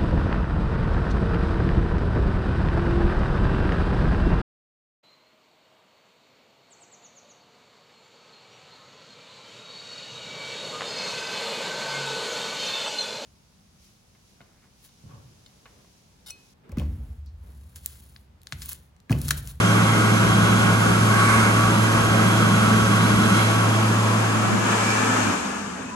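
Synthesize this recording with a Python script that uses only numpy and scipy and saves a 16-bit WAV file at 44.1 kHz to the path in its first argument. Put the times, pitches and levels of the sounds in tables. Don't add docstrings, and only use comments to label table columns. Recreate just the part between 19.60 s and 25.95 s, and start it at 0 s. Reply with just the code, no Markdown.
import sys
import numpy as np
from scipy import signal
from scipy.fft import rfft, irfft
from scipy.io import wavfile

SR = 44100
rng = np.random.default_rng(int(sys.argv[2]) if len(sys.argv) > 2 else 0)


def to_wav(s):
    ch = np.atleast_2d(s).T
    pcm = np.round(np.clip(ch, -1, 1) * 32767)
    wavfile.write(sys.argv[1], SR, pcm.astype(np.int16))


N = 280024
TIME = np.arange(N) / SR
FREQ = np.maximum(np.fft.rfftfreq(N, 1 / SR), 1)

SHAFT_HZ = 55.1
TIMER_S, COAST_HALF_S = 5.594, 1.18
HUM_HANG_S = 0.11

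# frequency in Hz, likeness 0-1, phase lead of the left in rad, left minus right in dB.
PORTS_NEAR = [(152, 0.94, 0.34, -1.7), (333, 0.73, .15, 0.5), (503, 0.27, 0.97, 2), (645, 0, -2, 2),
              (810, 0.27, 1, 2), (1010, 0.37, 1.16, 3), (1130, 0.79, 1.1, 1.8), (1400, 0.7, 1.25, 0.5),
              (1620, .5, 1.64, -5), (1800, 0.51, 3, -4.5), (2150, 0.82, 2.5, -6), (2410, .15, 3.5, -5),
              (2770, 0.64, 3, 0), (3030, .89, 3.5, -.5), (3390, .75, 4, 1), (3700, .3, 4.5, .3),
              (4060, 0.6, 0.5, 0), (4770, 0.16, -0.3, 3), (5430, 0.17, 3, 3), (6020, 0.45, 0, 4.5),
              (6550, 0.53, .5, 2), (7230, .55, -1, 1), (8200, .35, 3.5, -3.5), (8740, .08, 1, -7),
              (9340, .45, 4.5, -3), (9800, 0.95, 3.5, -.8), (10450, 1, 3.5, -0.5), (10800, .82, 3.5, 1),
              (11190, 0.7, 1, 0), (11800, .95, 0, 0)]
# frequency in Hz, likeness 0-1, phase lead of the left in rad, left minus right in dB.
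PORTS_FAR = [(207, 0.96, 0.16, 0), (450, 0.15, 1.6, 1), (800, 0.15, 0.5, 0.5), (1310, 0.21, -0.2, 4),
             (2000, 0.1, 1.5, 2.5), (2800, 0.39, -1, 4), (4200, 0.22, 3, 0.5), (6500, 0.19, 1, 7),
             (8660, 0.24, -5, 0), (9800, 1, -3.5, -3), (11700, 0.86, 4.5, 0)]
# centre in s, half-length in s, lift of the eddies in dB, lift of the rumble in dB.
JET_SWELLS = [(0.024, 0.12, 1, 0), (0.82, 0.26, 6, 2.1), (1.3, 0.11, 6, -1), (1.77, 0.11, 2, -3),
              (2.18, .2, 2, -1.5), (2.46, 0.12, 7, -1.5), (2.93, 0.43, 0.5, 1.5), (3.252, 0.11, 5, 0),
              (3.6, 0.16, 5, 2), (3.87, 0.033, -8, -6)]
# centre in s, half-length in s, level of the palm ring in dB, lift of the hiss in dB.
CUPS = [(1.72, 0.2, -24, 2), (3.793, 0.09, -34, 1.5)]


def undb(db):
    return 10 ** (np.asarray(db) / 20)


def curve(rows):
    s, *columns = np.transpose(rows)
    return [np.interp(TIME, s, c) for c in columns]


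def over_freq(hz, values):
    return np.interp(np.log(FREQ), np.log(hz), values)


def unit(x):
    return x / np.std(x.mean(axis=0))


def pan(db):
    return undb(np.array([db, -db]).reshape(2, -1) / 2)


def ramp(at_s, over_s):
    return (1 + np.tanh(2 * (TIME - at_s) / over_s)) / 2


def bump(s, length):
    return np.exp(-((TIME - s) / length) ** 2)


def band(lo_hz, hi_hz, order=6):
    low_edge = 1 + (lo_hz / FREQ) ** (2 * order)
    high_edge = 1 + (FREQ / hi_hz) ** (2 * order)
    return (low_edge * high_edge) ** -.5


def bell(hz, width):
    return 1 / (1 + (2 * (FREQ - hz) / width) ** 2)


def lift(modes):
    return sum(db * bell(hz, width) for hz, width, db in modes)


def walk(rate):
    steps_per_s = 500
    steps = np.arange(-2, N / SR + 1, 1 / steps_per_s)
    slow = signal.butter(2, [rate / 10, rate], "bandpass", fs=steps_per_s, output="sos")
    wander = signal.sosfilt(slow, rng.standard_normal(len(steps)))
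    x = np.interp(TIME, steps, wander)
    return x / x.std()


def tone(phase, flutter_db, flutter_rad, rate, lead=0):
    shaken = phase + flutter_rad * walk(rate)
    strength = np.sqrt(2) * undb(flutter_db * walk(rate))
    return strength * np.sin([shaken + lead, shaken])


def turbulence(gain, ports):
    hz, likeness, lead, side_db = np.transpose(ports)
    likeness = over_freq(hz, np.clip(likeness, 0, .99))
    lead = np.angle(over_freq(hz, np.exp(1j * lead)))
    right, diffuse = rfft(rng.standard_normal((2, N)))
    left = likeness * np.exp(1j * lead) * right + np.sqrt(1 - likeness ** 2) * diffuse
    return gain * np.array([left, right]) * pan(over_freq(hz, side_db))


def ringing(modes, ports):
    gain = np.sqrt(sum(undb(db) ** 2 * bell(hz, width) ** 2 for hz, width, db in modes))
    return unit(irfft(turbulence(gain, ports), N))


def passing_rings(rows):
    steps_per_s = 8000
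    steps = np.arange(-1, N / SR + 1, 1 / steps_per_s)
    out = np.zeros((2, N))
    for s, length, hz, glide, width, db in rows:
        narrow = signal.butter(2, width / 2, fs=steps_per_s, output="sos")
        noise = signal.sosfilt(narrow, rng.standard_normal((2, len(steps), 2)) @ np.array([1, 1j]))
        heard = np.abs(TIME - s) < 3 * length
        t = TIME[heard]
        carrier = np.exp(2j * np.pi * (hz + glide * (t - s) / 2) * (t - s))
        slow_noise = np.array([np.interp(t, steps, side) for side in noise])
        ring = np.real(carrier * slow_noise) / noise.real.mean(axis=0).std()
        out[:, heard] += undb(db) * bump(s, length)[heard] * ring
    return out


def wall_echo(x, distance, strength):
    late = TIME - 2 * distance / 343
    echo = np.array([np.interp(late, TIME, side) for side in x])
    return (x + strength * echo) / np.hypot(1, strength)


def coasting(lag_s=0):
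    return 1 / (1 + np.maximum(TIME - TIMER_S - lag_s, 0) / COAST_HALF_S)


def air_level(part, in_jet, near):
    db, hand_db, far_db, open_db, power = part
    place_db = far_db * (1 - near) + open_db * ramp(5.07, 0.15)
    speed_db = power * 20 * np.log10(coasting(lag_s=0.036))
    return db + hand_db * in_jet + place_db + speed_db


def ventilation():
    # frequency in Hz, width in Hz, level in dB.
    vent_drone = (205, 42, -40)
    # frequency in Hz, level in dB.
    vent_lines = [(250, -45.5), (445, -53.5)]
    hz, width, db = vent_drone
    hum = 0
    for line_hz, line_db in vent_lines:
        line = tone(2 * np.pi * line_hz * TIME, flutter_db=4.0, flutter_rad=1.2, rate=8.0)
        hum = hum + undb(line_db) * line
    return undb(db) * ringing([(hz, width, 0)], PORTS_FAR) + hum


def passing_bands():
    # centre in s, half-length in s, frequency in Hz, glide in Hz per s, width in Hz, level in dB.
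    short_bands = [(4.917, 0.13, 191, 1, 41, -27.5), (5.102, .06, 2900, 0, 900, -40),
                   (3.9, .25, 2700, -150, 70, -47), (5.32, 0.16, 2335, 100, 87, -35),
                   (5.66, .14, 2360, -100, 90, -41), (5.08, .17, 1700, 115, 45, -38.5),
                   (5.47, .15, 1728, 100, 43, -33.5), (5.32, 0.09, 5300, 0, 2200, -43),
                   (5.5, 0.1, 1295, 2, 100, -32.5), (5.685, .03, 224, -1, 60, -28),
                   (6.29, 0.045, 2570, 0, 140, -49), (6.33, .03, 1000, 0, 33, -38)]
    return passing_rings(short_bands)


def cabinet_drone(rumble_db, near):
    # frequency in Hz, level in dB relative to the rumble.
    panels = [(171.5, -5.5), (198, -10.5), (311.5, -13.5)]
    drone = 0
    for hz, db in panels:
        mode = tone(2 * np.pi * hz * TIME, flutter_db=1.1, flutter_rad=0.68, rate=4.7, lead=0.1)
        drone = drone + undb(db) * mode
    return drone * undb(rumble_db) * np.sqrt(near)


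def swelling_tones():
    # centre in s, frequency in Hz, half-length in s, level in dB.
    swells = [(0.423, 1427, .07, -33), (1.56, 1570, 0.054, -29), (1.634, 1122, 0.16, -28),
              (2.072, 1150, 0.097, -29.5), (3.13, 1120, 0.22, -34), (3.06, 1272, .08, -36),
              (0.92, 1322, 0.11, -31), (2.15, 311, .25, -35), (3.9, 337.2, 0.092, -32),
              (5.444, 447, .05, -35), (5.52, 251.7, 0.12, -28), (5.677, 287, 0.13, -34),
              (6.055, 1168, .06, -41)]
    out = 0
    for s, hz, length, db in swells:
        wavering = tone(2 * np.pi * hz * TIME, flutter_db=1.5, flutter_rad=.4, rate=25)
        out = out + undb(db) * bump(s, length) * wavering
    return out


def fan(angle, roar_db, near):
    # multiple of the shaft speed, level in dB relative to the roar.
    blade_tones = [(24, -16), (42, -26), (96, -43), (108, -30)]
    whine = 0
    for k, db in blade_tones:
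        whine = whine + undb(db) * tone(k * angle, flutter_db=4.0, flutter_rad=0.7, rate=6.7, lead=0.87)
    return whine * undb(roar_db) * np.sqrt(near)


def duct(roar_db, near):
    # frequency in Hz, level in dB relative to the roar.
    duct_modes = [(1092, -19.5), (1117, -18), (1147, -16), (1262, -21), (1393, -20), (1498, -22),
                  (1566, -22.5)]
    whistles = 0
    for hz, db in duct_modes:
        whistle = tone(2 * np.pi * hz * TIME, flutter_db=3.5, flutter_rad=1.48, rate=6.9, lead=1.0)
        whistles = whistles + undb(db) * whistle
    return whistles * undb(roar_db) * near


def motor(angle, near, distance):
    # multiple of the shaft speed, level in dB relative to the hum.
    motor_tones = [(2, 0), (4, -11.5), (10, -24.5), (12, -23), (14, -24), (16, -45)]
    (first, first_db), *overtones = motor_tones
    hum = undb(first_db) * tone(first * angle, flutter_db=0.3, flutter_rad=0.11, rate=4.8, lead=0.068)
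    for k, db in overtones:
        hum = hum + undb(db) * tone(k * angle, flutter_db=3.5, flutter_rad=0.46, rate=7.7, lead=0.22)
    mains = undb(-25) * np.sqrt(2) * np.sin(2 * np.pi * 120 * TIME)
    powered = np.exp(-np.maximum(TIME - TIMER_S - HUM_HANG_S, 0) / .016)
    hum_db = -21.5 - 10 * np.maximum(distance - 0.77, 0)
    return (hum + mains) * powered * undb(hum_db) * pan(.8 - 2.6 * near)


def jet_rings():
    # centre in s, half-length in s, frequency in Hz, glide in Hz per s, width in Hz, level in dB.
    brief_rings = [(0.38, .15, 2120, 0, 160, -37), (0.9, .13, 3360, 0, 150, -46),
                   (1.15, .1, 2120, 4, 90, -43), (1.63, .04, 3975, 0, 110, -42),
                   (1.74, .12, 2154, -500, 300, -36), (2.55, .3, 679, 0, 40, -38),
                   (2.76, .1, 3340, 200, 110, -43), (3.2, .15, 3380, -5, 130, -48),
                   (3.65, .018, 3310, 0, 220, -39), (3.76, 0.073, 1323, 0, 300, -33),
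                   (3.79, .05, 3280, -600, 220, -40), (3.8, .09, 4080, 0, 260, -46),
                   (4.15, .018, 3280, 1, 220, -38)]
    return passing_rings(brief_rings)


def hand(in_jet):
    # frequency in Hz, width in Hz, relative level in dB.
    gap_modes = [(2146, 170, 1), (3270, 300, 0), (3960, 260, -7.5)]
    # time in s, level in dB before flicker.
    gap_level = [(0, -41), (0.45, -43), (0.9, -40), (1.45, -48), (1.65, -51), (2.2, -41), (2.36, -49),
                 (2.55, -42.5), (3.68, -42), (3.81, -37), (3.93, -40)]
    # frequency in Hz, width in Hz, relative level in dB.
    palm_modes = [(1180, 400, 5.5), (1520, 370, 6.5), (2160, 330, 1.5), (8700, 1300, -12)]
    eddies = unit(irfft(turbulence(band(55, 137, order=5), PORTS_NEAR), N))
    eddies_db = -39 * in_jet - 48.5 * (1 - in_jet)
    eddies_db = eddies_db + sum(db * bump(s, length) for s, length, db, _ in JET_SWELLS)
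    cupped = sum(undb(db) * bump(s, length) for s, length, db, _ in CUPS)
    palm = ringing(palm_modes, PORTS_NEAR) * cupped
    gap = ringing(gap_modes, PORTS_NEAR) * undb(curve(gap_level)[0] + 1.2 * walk(16)) * in_jet
    return eddies * undb(eddies_db + 0.73 * walk(10)) + palm + gap


def air_stream(rumble_db, roar_db, hiss_db, near, distance, in_jet):
    # frequency in Hz, relative level in dB.
    nozzle_colour = [(140, -5.5), (200, -0.5), (280, -10.5), (550, -11.5), (730, -12), (880, -13),
                     (1150, -9.5), (1580, -11), (1720, -18), (2200, -21), (2450, -23.5), (2800, -22.5),
                     (3150, -21.5), (3650, -27.5), (4400, -28), (5000, -26), (6800, -26.5), (7450, -29),
                     (8300, -27), (9000, -28), (10600, -22.5), (11400, -28.5), (12300, -38.5)]
    # frequency in Hz, relative level in dB.
    room_colour = [(140, -8), (240, -2), (350, -4), (600, -6), (900, -4), (1250, -4.5), (1600, -6),
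                   (2000, -14), (2450, -15), (3200, -20), (4300, -20.5), (5400, -19), (7100, -14.5),
                   (8500, -20), (10500, -25), (12000, -34)]
    # frequency in Hz, width in Hz, lift in dB.
    housing_modes = [(173.4, 6.9, 2), (196, 22, 4.5), (260, 30, 3), (303.5, 6.1, 5.5), (338, 7.4, 8),
                     (374, 12, -3.5), (408.6, 8.7, 6.5), (446, 12, 2), (490, 12.2, 0.5), (677, 23, 3),
                     (718, 27, -4.5), (905, 24, -3.5), (951, 28, 5), (1085, 16.5, 7), (1129, 31, 6),
                     (1190, 30, -3), (1280, 39, 4), (1328, 16, 6.5), (1344, 22, -3), (1391, 11, 6.5),
                     (1428, 12, 6.5), (1468, 16, 5.5), (1467, 12, 2.5), (1546, 26, -4), (1568, 12, 5),
                     (1621, 22, 6.5), (1947, 38, 6.5), (2110, 52, 3.5), (2670, 70, 2), (4120, 90, 3),
                     (6710, 59, 7)]
    # frequency in Hz, width in Hz, lift in dB.
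    room_modes = [(181, 11, 9), (198.5, 28, 7.5), (244, 20, 4.5), (277, 8, 4), (1290, 61, 3),
                  (1690, 110, 3.5), (2310, 89, 3.5)]
    # frequency in Hz, width in Hz, lift in dB.
    free_colour = [(1510, 280, -5), (1010, 220, 3), (2830, 120, 0), (3450, 400, 2), (4970, 240, 4)]
    # time in s, added left minus right of the hiss in dB.
    turning = [(0, 0), (5.3, 0), (5.8, 2), (6.1, 2.5), (6.35, 6)]
    nozzle_gain = undb(over_freq(*np.transpose(nozzle_colour)) + lift(housing_modes))
    direct = turbulence(nozzle_gain, PORTS_NEAR)
    free = direct * undb(lift(free_colour))
    room_gain = undb(over_freq(*np.transpose(room_colour)) + lift(room_modes))
    room = turbulence(room_gain, PORTS_FAR)

    def part(gain):
        on_hand = unit(irfft(direct * gain, N))
        off_hand = unit(irfft(free * gain, N))
        close = in_jet * on_hand + (1 - in_jet) * off_hand
        far = wall_echo(unit(irfft(room * gain, N)), distance, strength=0.36)
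        return np.sqrt(near) * close + np.sqrt(1 - near) * far

    rumble = part(band(117, 304)) * undb(rumble_db)
    roar = part(band(339, 3050)) * undb(roar_db + 0.68 * walk(8.8))
    hiss = part(band(2650, 12100)) * undb(hiss_db + .3 * walk(21)) * pan(curve(turning)[0])
    return rumble + roar + hiss


def scene():
    # time in s, share of direct sound 0-1, distance from the wall in m.
    nearness = [(0, 0.97, 0.46), (3.85, 0.96, 0.36), (4.5, 0.66, 0.83), (5.1, 0.25, 1.5), (6.35, 0, 1.82)]
    # level in dB, lift with a hand in the jet in dB,
    # change far from the dryer in dB, lift as the sound opens in dB, power of the fan speed.
    rumble_part = (-28.5, 3.5, -1.5, -1.5, 3)
    roar_part = (-26.5, 2, 0.5, 0.8, 4)
    hiss_part = (-36, 1.3, -2, 4, 4)
    speed = SHAFT_HZ * coasting() * (1 + 0.0014 * walk(2.94))
    angle = 2 * np.pi * np.cumsum(speed) / SR
    near, distance = curve(nearness)
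    near = np.clip(near, 0, 1)
    in_jet = 1 - ramp(3.98, 0.23)

    swells_db = sum(db * bump(s, length) for s, length, _, db in JET_SWELLS)
    unpowered_db = -1.5 * ramp(TIMER_S + HUM_HANG_S, 0.04)
    rumble_db = air_level(rumble_part, in_jet, near) + swells_db + unpowered_db
    roar_db = air_level(roar_part, in_jet, near)
    cups_db = sum(db * bump(s, length) for s, length, _, db in CUPS)
    hiss_db = air_level(hiss_part, in_jet, near) + cups_db

    background = ventilation() + passing_bands() + swelling_tones()
    machine = cabinet_drone(rumble_db, near) + fan(angle, roar_db, near) + motor(angle, near, distance)
    air = duct(roar_db, near) + jet_rings() + hand(in_jet)
    air = air + air_stream(rumble_db, roar_db, hiss_db, near, distance, in_jet)
    return background + machine + air


def record(dry):
    return signal.sosfilt(signal.ellip(10, .2, 80, 12400, fs=SR, output="sos"), dry)


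dry = scene()
out = record(dry)
to_wav(out)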